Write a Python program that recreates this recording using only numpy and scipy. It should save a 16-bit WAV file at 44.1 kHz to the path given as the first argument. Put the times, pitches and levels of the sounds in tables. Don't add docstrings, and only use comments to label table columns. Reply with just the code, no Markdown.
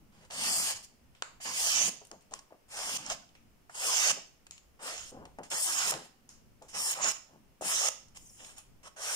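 import sys
import numpy as np
from scipy import signal
from scipy.fft import rfft, irfft, next_fast_len
from scipy.io import wavfile
from scipy.ndimage import uniform_filter1d, map_coordinates

SR = 44100
rng = np.random.default_rng(int(sys.argv[2]) if len(sys.argv) > 2 else 0)


def inscribe(sig):
    pcm = np.round(np.clip(np.atleast_2d(sig).T, -1, 1) * 32767)
    wavfile.write(sys.argv[1], SR, pcm.astype(np.int16))


def volts(x):
    e = np.asarray(x, float) / 20
    return 10 ** e


N = 403515
HZ = np.fft.rfftfreq(next_fast_len(N), 1 / SR)
# [f/Hz, share 0-1]
SHEET_LIKENESS = [(100, 0.98), (700, 0.97), (1500, 0.85), (2500, 0.69), (3100, 0.44), (3700, 0.21),
                  (6000, 0.31), (12000, 0.31)]


def strokes():
    # [t/s, f/Hz]
    song_hz = [(0.3, 6140), (0.72, 6580), (1.21, 5910), (1.38, 6950), (1.73, 5830), (1.9, 6700),
               (2.37, 5570), (2.42, 6110), (4.56, 6540), (4.86, 5620), (4.93, 6610), (6.19, 6530),
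               (6.26, 6960), (6.86, 5730), (6.93, 6860), (7.77, 6320), (8.65, 6920), (9.15, 5760)]
    # [pressure/(dB/dB), keenness/(dB/dB), slack/(dB/dB), offset/dB]
    body_law = (0.99, 0.011, 0.87, 0.11)
    mid_law = (0.99, 0.13, 0.23, -2.24)
    hiss_law = (1.036, 0.66, 0.022, 0.6)
    song_law = (1.12, -0.56, 0.13, -5)
    fizz_law = (1.014, 1.45, 0.022, 0.088)
    top_law = (1.22, 1.23, -0.27, -4)
    song_width_hz, song_left_db = 620, -18.5
    shrink_db_per_s = -0.3266
    t = np.arange(N) / SR

    snaps = mottled(fibres(30000, 1.0), 2.4, hz_bins=3, frames=10)
    snaps = mottled(snaps, 1.1, hz_bins=9, frames=16)
    snaps -= 0.24 * resonate(snaps, 3630 + 94 * t, 440)
    snaps += 1.9 * volts(-0.62 * t) * resonate(snaps, 4805 + 86 * t, 420)

    body, mid, hiss, fizz, top = sheet_bands(paired(*snaps, SHEET_LIKENESS))
    song = resonate(hiss, np.interp(t, *np.transpose(song_hz)), song_width_hz)
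    song = evened(song * volts(np.array([[song_left_db], [0]])))
    mid = mid * volts(shrink_db_per_s * t)

    bands = (body, mid, hiss, song, fizz, top)
    laws = (body_law, mid_law, hiss_law, song_law, fizz_law, top_law)
    blade = contacts()
    out = np.zeros((2, N))
    for band, (*shares, offset_db) in zip(bands, laws):
        out += band * envelope(blade, lambda r: r[:, 1:] @ shares + offset_db)
    judder = evened(uniform_filter1d(rng.standard_normal(N), size=300))
    return out * volts(0.45 * judder)


def contacts():
    # [t/s, edge pressure/dB, bite keenness/dB, sheet slack/dB]
    slices = [
        [(0.3, -61, -11, 8), (0.32, -49.5, -4.5, -4), (0.46, -37, -2.5, -8), (0.572, -40, 2, -11),
         (0.716, -39, -3, -10), (0.74, -47.5, -8, -14)],
        [(1.4, -64, -15, 14), (1.415, -48, -8.5, -17), (1.442, -46.5, -3.5, -23), (1.458, -44.5, -4.5, 0),
         (1.53, -41.5, -7.5, -15), (1.596, -37, -2.5, -13.5), (1.69, -31.5, -7.5, -18.5),
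         (1.772, -29.5, -14.5, -18.5), (1.83, -30.5, -12, -15.5), (1.893, -35, -7, -16.5)],
        [(3.695, -74.5, 1, 11), (3.738, -64.5, 2, -4), (3.75, -53.5, 0.5, 0.5), (3.867, -35.5, -2.5, -9),
         (3.969, -29.5, -12, -18), (4.025, -30.5, -8.5, -10.5), (4.117, -29, -11, -10)],
        [(5.5, -57, 6.5, -11), (5.517, -41.5, -3.5, 1.5), (5.635, -42.5, 5.5, -12.5), (5.681, -39, -0.5, -3),
         (5.75, -39, -3, -9), (5.795, -32, -11, -13.5), (5.86, -34, -8, -13), (5.912, -35, -2, -8.5)],
        [(7.61, -54.5, 2.5, -6), (7.638, -46, -4.5, -2), (7.656, -42.5, 0.5, -1.5), (7.698, -38, 0, -8),
         (7.75, -33.5, -8, -12.5), (7.82, -33.5, -10, -12), (7.889, -33, -7.5, -7)],
    ]
    # [t/s, pressure/dB, keenness/dB, slack/dB]
    nicks = [
        [(2.68, -77, 2, 0), (2.72, -54.5, -1.5, -4.5), (2.794, -45, -3.5, -2), (2.924, -40, -5.5, -11.5),
         (2.972, -35, -9, -19)],
        [(2.98, -52, -9, -1), (3.016, -55.5, -6.5, -1.5), (3.076, -48, -15, -5), (3.092, -51, -6, -4),
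         (3.1, -38.5, -13, -6), (3.125, -39.5, -9.5, -7), (3.15, -53, -6, -5)],
        [(4.79, -75.5, -4, 18), (4.83, -54.5, 1, 3), (4.876, -45, -2.5, 2.5), (5.012, -48, -13, -14.5),
         (5.11, -57.5, -4, -13.5)],
        [(6.73, -62, -6.5, 2), (6.751, -43.5, -6, -6.5), (6.807, -42.5, 1, -9.5), (6.917, -39.5, 1.5, -10),
         (6.94, -38.5, -9.5, -16)],
        [(6.945, -47.5, -9, -6), (6.997, -54.5, -0.5, 10.5), (7.031, -32.5, -19, -12.5),
         (7.06, -34.5, -12, -2.5), (7.087, -32.5, -10.5, -10), (7.12, -38.5, -6.5, -14)],
        [(8.96, -63, -5.5, 1), (8.972, -58, -3.5, 4), (9.03, -42.5, -5.5, -7.5), (9.118, -40, -2.5, -3.5),
         (9.15, -37, -4, -18)],
    ]
    # [t/s, pressure/dB, keenness/dB, slack/dB]
    drag = [
        (8.145, -69, -3, -1),
        (8.172, -48.5, -7.5, -12.5),
        (8.19, -61, -7.5, -37),
        (8.336, -65, 0, -41),
        (8.402, -57, -7, -4.5),
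        (8.45, -56, -5, -10),
        (8.51, -59.5, -4, -5.5),
        (8.562, -72, -1, 0),
    ]
    # [start/s, rise/s, fall/s, pressure/dB, slack/dB]
    brushes = [
        (0.119, 0.14, 0.022, -69.5, 5.5),
        (0.742, 0.021, 0.081, -48.5, -7.5),
        (0.825, 0.022, 0.03, -53, -32),
        (2.343, .003, 0.095, -55, -8),
        (5.43, 0.0027, 0.076, -54.5, -1),
        (5.918, 0.0027, 0.04, -43, 3.5),
        (5.99, 0.066, 0.052, -59.5, -16),
        (6.68, 0.011, 0.25, -56.5, -13),
        (8.562, 0.021, 0.066, -55.5, -5.5),
        (8.829, 0.05, 0.026, -55, 0.5),
    ]
    from_db, to_db, keen_db = -8.5, -26, -5
    rubs = []
    for s, rise_s, fall_s, db, slack in brushes:
        rubs.append([(s, db + from_db, keen_db, slack),
                     (s + rise_s, db, keen_db, slack),
                     (s + rise_s + fall_s, db + to_db, keen_db, slack)])
    cuts = [list(map(tuple, rows)) for rows in slices + nicks + [drag]]
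    return sorted(cuts + rubs)


def fibres(per_s, spread_db):
    size_db = spread_db * np.minimum(rng.exponential(1, (2, N)), 4)
    size = volts(size_db) * rng.standard_normal((2, N))
    return size * (rng.random((2, N)) < per_s / SR)


def mottled(x, patchy_db, hz_bins, frames):
    z = signal.stft(x, nperseg=512)[2]
    patches = rng.standard_normal(z.T.shape).T
    patches = uniform_filter1d(uniform_filter1d(patches, hz_bins, 1), frames, 2)
    gain = volts(patchy_db * patches / patches.std())
    return signal.istft(z * gain, nperseg=512)[1][:, :N]


def sheet_bands(z):
    edges_hz = [490, 2200, 4400, 7600, 11000, 16000]
    # [f/Hz, density/dB]
    sheet_db = [(47, -50), (80, -27.5), (162, -5), (337, -9.5), (763, -5), (1240, -7), (1420, -9.5),
                (2470, -9), (3080, -9), (3750, -13.5), (6240, -12.5), (8510, -7.5), (12700, -17),
                (14800, -10.5), (15800, -32.5)]
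    # [f/Hz, width/Hz, level/dB]
    rings = [(2800, 540, 2), (5340, 420, 5), (5950, 500, 3), (6990, 720, 6.5), (8250, 310, 4),
             (9970, 330, 5), (3930, 2900, -2.5), (2392, 520, -4)]
    # [f/Hz, left minus right/dB]
    ports_db = [(150, -2), (500, 4.5), (800, 2), (1300, -7.5), (1750, -7.5), (2400, 3.5), (3400, -1.5),
                (4500, -1.5), (5300, -2), (6000, -3.5), (6900, -1), (7600, -0.5), (8600, 13), (9700, 5),
                (11500, 0), (15000, -2.5)]
    db = read(sheet_db, HZ)
    for hz, width_hz, ring_db in rings:
        db = db + ring_db * np.exp(-2 * ((HZ - hz) / width_hz) ** 2)
    db = db + np.array([[0.5], [-0.5]]) * read(ports_db, HZ)
    slopes = (7, 16, 24, 24, 16, 24)
    above = [1 / (1 + (hz / (HZ + 1)) ** steep) for hz, steep in zip(edges_hz, slopes)]
    return [heard(z * np.sqrt(abs(lo - hi)), db) for lo, hi in zip(above, above[1:])]


def ticks():
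    # [t/s, peak/dB, body/dB rel, mid/dB rel, echo/dB rel]
    hard = [(1.2223, -24.5, 0.5, -2.5, -7.5), (2.114, -33.5, -8, -12.5, -10.5), (2.3374, -26, -9, -10, -24),
            (2.8936, -36.5, 2, -1, -13), (3.063, -28.5, -20, -20, -14), (5.3853, -53.5, 13.5, -2.5, -13.5),
            (3.1004, -24.5, -21, -7, -24), (4.5095, -31.5, -22, -10, -1.5), (5.5143, -46, 6, 14, -1),
            (5.9203, -33.5, 6.5, -5, -6), (5.9389, -31.5, 1, 5, -4), (7.0435, -18, -34.5, -16, -15),
            (7.625, -46, -4, -26.5, -3)]
    # [t/s, peak/dB, body/dB rel, mid/dB rel, echo/dB rel]
    touches = [(0.2493, -55.5, -6, -9, 2.5), (0.308, -37.5, -14, 1.5, -3), (1.149, -59.5, -0.5, 4.5, 5),
               (1.407, -47, -14, -23, -7), (2.3225, -58, 9, -10, -11), (2.79, -36, -7, -10, -15),
               (3.0725, -46, -20, -20, -10), (3.0875, -36, -18, -20, -12), (4.98, -35.5, -8, -2, -13),
               (4.993, -39, -12, -5, -14), (8.172, -38.5, -11.5, -19, -6), (8.403, -52, -8, 5, -11),
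               (8.446, -48, -7, 5, -4), (2.208, -57.5, -12, -3, 3), (2.310, -52, -16, -5, 11),
               (2.526, -73, 17, -2, -22), (2.39, -42, -4.5, -12, -7), (3.2892, -63, -16.5, 5, 1),
               (3.351, -58.5, 4, 6, 2), (3.695, -55.5, 14.5, -21, -9), (3.7463, -53, -15, -20, -4.5),
               (4.4664, -46, -7.5, -2, -8), (4.578, -53, -10, 6, -19), (5.253, -50, -3, 3, -4),
               (5.4341, -48, -17.5, -20, 2), (6.2902, -43, -11, -16, 7.5), (6.6217, -49, -19, -5, 5.5),
               (7.609, -51, 4, -16, -5), (8.082, -56, -10, -18.5, -5), (8.964, -63, -13, -16, -1.5)]
    # [t/s, peak/dB, body/dB rel, mid/dB rel, echo/dB rel]
    pricks = [
        (2.0496, -56.5, -16, 1, -4),
        (2.0693, -56.5, -20, -15, -3),
        (2.2215, -69, -14, -6, -5),
        (8.581, -48, -9.5, 1, 0.5),
    ]
    crackle = rng.standard_normal(N)
    crack_at = np.round((np.array(hard)[:, 0] + 0.0006) * SR).astype(int)
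    crackle[crack_at] = 2.7
    likeness = [(1500, 1.0), (2500, 0.74)]  # f/Hz, share
    bands = np.array(sheet_bands(paired(crackle, np.roll(crackle, 5000), likeness)))

    t = np.arange(1500) / SR
    t60_s = np.array([0.014, 0.012, 0.013, 0.011, 0.010])[:, None, None]
    prick_times = np.array(pricks)[:, 0]
    out = np.zeros((2, 2, N))
    for s, db, body_db, mid_db, echo_db in hard + touches + pricks:
        fizz_db = min(-39.5 - 0.64 * db, -11)
        if s in prick_times:
            fizz_db = 5.5
        band_db = np.array([body_db, mid_db, 0, fizz_db, fizz_db - 9])
        scuff = np.clip((-22 - db) / 12, 1, 2.6)
        for mix, extra_db, slow in zip(out, (0, echo_db), (scuff, 0.35)):
            fall = volts(-60 * t / (t60_s * slow)) * np.minimum(t / (0.00055 * slow), 1)
            start = round(s * SR)
            burst = bands[:, :, start:start + len(t)] * fall
            burst /= abs(burst.mean(1)).max(1)[:, None, None]
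            add(mix, s, np.tensordot(volts(db + extra_db + band_db), burst, 1))
    return signal.sosfilt(signal.butter(2, 330, "high", fs=SR, output="sos"), out)


def skids():
    return glides([
        (3.215, .025, 1500, 1500, -62),
        (7.158, .02, 4200, 1500, -54),
        (8.255, 0.026, 6100, 6600, -56),
        (8.285, 0.024, 6800, 5200, -57),
    ])


def pops():
    # [t/s, peak/dB, f/Hz, t60/s]
    creases = [(2.015, -50, 746, 0.016), (2.112, -50, 700, .012), (2.133, -47, 500, .015),
               (2.311, -53, 800, 0.011), (2.3225, -43, 690, 0.0085), (2.336, -38.5, 1080, 0.025),
               (2.506, -54, 910, .012), (2.523, -42, 630, 0.016), (3.114, -35, 1250, .015),
               (5.125, -50, 497, 0.018), (5.226, -45.5, 900, .012), (5.255, -48, 805, 0.017),
               (5.3866, -30.5, 700, .007), (5.405, -40, 496, 0.011), (7.6105, -31, 654, 0.011),
               (7.6235, -30.5, 676, 0.014), (8.405, -53, 600, .015)]
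    out = np.zeros((2, N))
    t = np.arange(1200) / SR
    for s, db, hz, t60_s in creases:
        fall = volts(db - 60 * t / t60_s + np.array([[1.5], [-1.5]]))
        add(out, s, 2 * fall * np.sin(2 * np.pi * hz * t) * np.minimum(t / 0.0007, 1))
    return out


def flaps():
    # [start/s, rise/s, hold/s, fall/s, level/dB]
    buckles = [(1.7, .06, .04, .06, -54), (1.86, .016, .005, 0.11, -49.5), (2.0, 0.019, .002, 0.033, -55),
               (2.11, 0.0053, 0.03, 0.036, -53.5), (2.305, 0.0089, 0.035, 0.036, -55.5),
               (2.505, 0.0054, 0.039, 0.03, -60.5), (4.1, .003, .005, 0.038, -61),
               (4.15, 0.023, 0.0018, 0.056, -49.5), (4.81, .02, .06, 0.065, -57),
               (5.11, 0.013, 0.12, 0.12, -53.5), (5.388, 0.0011, 0.0087, 0.067, -44.5),
               (5.512, .006, .022, .03, -50.5), (5.9, 0.026, 0.023, 0.07, -41.5),
               (5.98, .01, 0.062, .03, -60), (6.61, 0.012, 0.0018, 0.078, -52.5),
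               (7.28, 0.01, 0.066, 0.054, -65), (7.61, 0.0011, 0.0017, 0.06, -43.5),
               (7.645, 0.012, 0.0098, 0.023, -46.5), (8.38, 0.025, 0.033, 0.063, -62)]
    # [start/s, rise/s, hold/s, fall/s, level/dB]
    sags = [(0.0, 0.0027, .01, 0.18, -62), (0.3, 0.09, 0.2, 0.24, -54.5), (1.43, 0.038, 0.0093, 0.16, -54),
            (1.66, 0.22, .01, 0.066, -51.5), (2.8, 0.083, 0.2, 0.31, -57), (4.06, 0.056, .01, 0.075, -54),
            (5.11, 0.013, 0.12, 0.062, -65.5), (5.34, 0.11, 0.011, 0.053, -66),
            (5.53, 0.21, 0.049, .025, -64), (5.79, 0.077, .01, 0.32, -57.5),
            (6.74, 0.0053, 0.038, 0.24, -58.5), (6.93, .13, 0.018, 0.068, -52),
            (7.28, 0.054, 0.026, 0.16, -62.5), (7.59, .02, 0.016, 0.46, -60)]
    # [f/Hz, density/dB]
    buckle_db = [(88, -32.5), (150, -4), (775, 4), (1280, -8.5), (1730, -15), (2310, -31), (3000, -20),
                 (3900, -67.5), (6600, -120)]
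    # [f/Hz, density/dB]
    sag_db = [(40, -40.5), (90, -3.5), (160, 7.5), (300, 6), (520, -32)]
    z = paired(*fibres(4000, 1.5), SHEET_LIKENESS)
    lumps = heard(z, read(buckle_db, HZ) + np.array([[1.5], [-1.5]]))
    low = heard(z, read(sag_db, HZ))
    buckling = lumps * envelope(pushes(buckles), lambda r: r[:, 1])
    sagging = low * envelope(pushes(sags), lambda r: r[:, 1] - 1.5)
    return buckling + sagging


def pushes(rows):
    from_db, to_db = -25, -27.5
    out = []
    for s, rise_s, hold_s, fall_s, db in rows:
        full = s + rise_s
        release = full + hold_s
        out.append([(s, db + from_db), (full + 0.00034, db),
                    (release + 0.0043, db), (release + fall_s + 0.003, db + to_db)])
    return out


def sways():
    return glides([
        (.33, .33, 310, 100, -58),
        (.73, .07, 110, 75, -64),
        (1.78, .14, 260, 140, -58),
        (2.1, .1, 230, 160, -62),
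        (5.1, .19, 115, 78, -61),
        (5.12, .14, 230, 200, -61),
        (5.66, .14, 380, 220, -61),
        (5.87, .12, 200, 130, -59),
    ])


def travel(x):
    # [t/s, f/Hz]
    null_hz = [(.33, 2400), (.62, 2850), (1.45, 2550), (1.66, 2450), (1.8, 1950), (2.7, 2950), (2.92, 2500),
               (3.75, 2250), (3.95, 2500), (4.9, 2500), (5.55, 2450), (5.7, 2550), (5.76, 2250),
               (5.9, 2450), (6.79, 2750), (6.93, 2250), (7.7, 2400), (8.3, 2500)]
    delay = SR / (2 * np.interp(np.arange(N) / SR, *np.transpose(null_hz)))
    return np.array([x[0], map_coordinates(x[1], [np.arange(N) - delay], order=3)])


def hollowed(x):
    # [start/s, end/s, from f/Hz, to f/Hz, 1 = in each port, 0 = only between them]
    hollows = [(.335, .405, 2500, 2300, 0), (.49, .54, 2700, 2750, 0), (.57, .635, 2750, 2850, 0),
               (.47, .63, 3900, 3750, 1), (1.61, 1.71, 2450, 2400, 0), (1.7, 1.78, 2050, 1900, 0),
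               (1.79, 1.84, 3900, 3900, 1), (1.865, 1.9, 3700, 3700, 1), (2.69, 2.77, 2900, 3000, 0),
               (2.85, 2.91, 2500, 2600, 0), (3.745, 3.82, 2250, 2250, 0), (3.84, 3.92, 2400, 2500, 0),
               (5.53, 5.58, 2450, 2450, 0), (5.6, 5.72, 2450, 2550, 0), (5.54, 5.63, 3650, 3900, 1),
               (5.74, 5.79, 4250, 4300, 1), (6.78, 6.93, 2750, 2200, 0), (6.81, 6.88, 3800, 3600, 1),
               (7.69, 7.76, 4200, 4400, 1), (7.74, 7.78, 2250, 2250, 0), (7.79, 7.835, 2650, 2650, 0),
               (8.18, 8.46, 4250, 4350, 1), (8.29, 8.39, 3750, 3550, 1)]
    edge_s = 0.01
    out = x.copy()
    for start, end, from_hz, to_hz, each in hollows:
        part = out[:, round(start * SR):round(end * SR)]
        u = np.linspace(0, 1, part.shape[1])
        hz = from_hz + (to_hz - from_hz) * u
        width_hz = 330 if each else 450
        band = resonate(part if each else part.mean(0), hz, width_hz)
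        band = resonate(band[..., ::-1], hz[::-1], width_hz)[..., ::-1]
        gate = np.clip(np.minimum(u, 1 - u) * (end - start) / edge_s, 0, 1)
        add(out, start, -gate * band)
    return out


def room(x, delay_s=0.008):
    # [f/Hz, t60/s]
    decay_s = [(200, 0.45), (1000, 0.39), (5000, 0.43), (9000, 0.31), (15000, 0.27)]
    taps = np.zeros((2, SR // 2))
    start = np.arange(round(delay_s * SR), SR // 2 - 20, 20)
    at = start + rng.integers(0, 20, (2, len(start)))
    np.put_along_axis(taps, at, rng.choice([-1.0, 1.0], at.shape), 1)
    hz, t, z = signal.stft(taps, SR, nperseg=256)
    t60_s = read(decay_s, hz)[:, None]
    z = z * volts(-60 * t / t60_s)
    z *= np.sqrt(t60_s) / np.linalg.norm(z, axis=2, keepdims=True)
    tail = signal.istft(z, SR, nperseg=256)[1]
    tail = tail / np.linalg.norm(tail[0])
    return signal.fftconvolve(x + 0.045 * x[::-1], tail, axes=1)[:, :N]


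def hums():
    return glides([
        (0.0, .3, 215, 200, -70),
        (.13, .22, 152, 150, -68),
        (.86, .34, 235, 250, -72),
        (.95, .25, 55, 70, -69),
        (3.3, .35, 225, 225, -72),
        (4.58, .24, 50, 45, -68),
        (6.02, .56, 235, 225, -71),
        (7.3, .28, 220, 220, -71),
    ])


def air():
    # [f/Hz, density/dB]
    air_db = [(4, -0.5), (20, -3), (76, -7.5), (230, -12.5), (330, -17.5), (1850, -29), (2890, -29),
              (3820, -36), (5350, -32.5), (7910, -36.5), (14600, -37.5), (15900, -32)]
    # [f/Hz, share 0-1]
    likeness = [(30, 0.1), (150, 0.64), (500, 0.23), (1400, 0.047), (15000, 0.011)]
    z = paired(*mottled(rng.standard_normal((2, N)), 0.55, hz_bins=4, frames=12), likeness)
    hush = volts(-64.5) * heard(z, read(air_db, HZ))
    rumble = signal.sosfiltfilt(signal.butter(2, 300, fs=SR, output="sos"), hush)
    hop = SR // 8
    swell = evened(np.interp(np.arange(N), np.arange(0, N, hop), rng.standard_normal(N // hop + 1)))
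    return hush + rumble * (volts(3.2 * swell - 2.5) - 1)


def glides(rows):
    fuzz_hz, fuzz_share = 22.07, 0.02
    out = np.zeros((2, N))
    for s, length_s, from_hz, to_hz, db in rows:
        u = np.linspace(0, 1, round(length_s * SR))
        hz = from_hz + (to_hz - from_hz) * u
        fuzz = resonate(rng.standard_normal(len(u)), hz, fuzz_hz + fuzz_share * from_hz)
        tone = evened(resonate(fuzz, hz, 3 * fuzz_hz + fuzz_share * from_hz))
        add(out, s, volts(db) * np.sin(np.pi * u) * tone)
    return out


def resonate(x, hz, width_hz):
    turn = np.exp(2j * np.pi * np.cumsum(hz) / SR)
    r = np.exp(-np.pi * width_hz / SR)
    return 2 * (turn * signal.lfilter([1 - r], [1, -r], x / turn)).real


def envelope(tables, db_of, edge_s=0.0036):
    out = np.zeros(N)
    for rows in map(np.array, tables):
        s = rows[:, 0]
        t = np.arange(s[0], s[-1] + edge_s, 1 / SR)
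        gate = np.clip(np.minimum(t - s[0], s[-1] - t + edge_s) / edge_s, 0, 1)
        add(out, s[0], gate * volts(np.interp(t, s, db_of(rows))))
    return out


def paired(a, b, likeness):
    a, b = rfft([a, b], next_fast_len(N))
    c = np.clip(read(likeness, HZ), 0, 1)
    return np.array([c * a + np.sqrt(1 - c ** 2) * b, a])


def heard(z, db):
    return evened(irfft(z * volts(db), next_fast_len(N))[:, :N])


def evened(x):
    return x / np.sqrt(np.mean(np.mean(np.atleast_2d(x), 0) ** 2) + 1e-20)


def read(points, hz):
    f, value = np.transpose(points)
    return np.interp(np.log(hz + 1), np.log(f + 1), value)


def add(mix, s, sound):
    start = round(s * SR)
    part = mix[..., start:start + sound.shape[-1]]
    part += sound[..., :part.shape[-1]]


def scene():
    cut = travel(volts(1.0) * strokes() + flaps() + pops())
    snaps, to_walls = ticks()
    small = travel(snaps + skids() + sways() + hums())
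    echo = room(volts(-11.5) * cut + to_walls)
    return hollowed(cut + small + echo) + air()


def roll_off(x):
    return signal.sosfilt(signal.butter(12, 16460, fs=SR, output="sos"), x)


def record(dry):
    lowpass = signal.firwin(255, 15650, window=("kaiser", 9), fs=SR)
    mix = signal.oaconvolve(dry, lowpass[None], "same", axes=1)
    return roll_off(mix)


dry = scene()
out = record(dry)
inscribe(out)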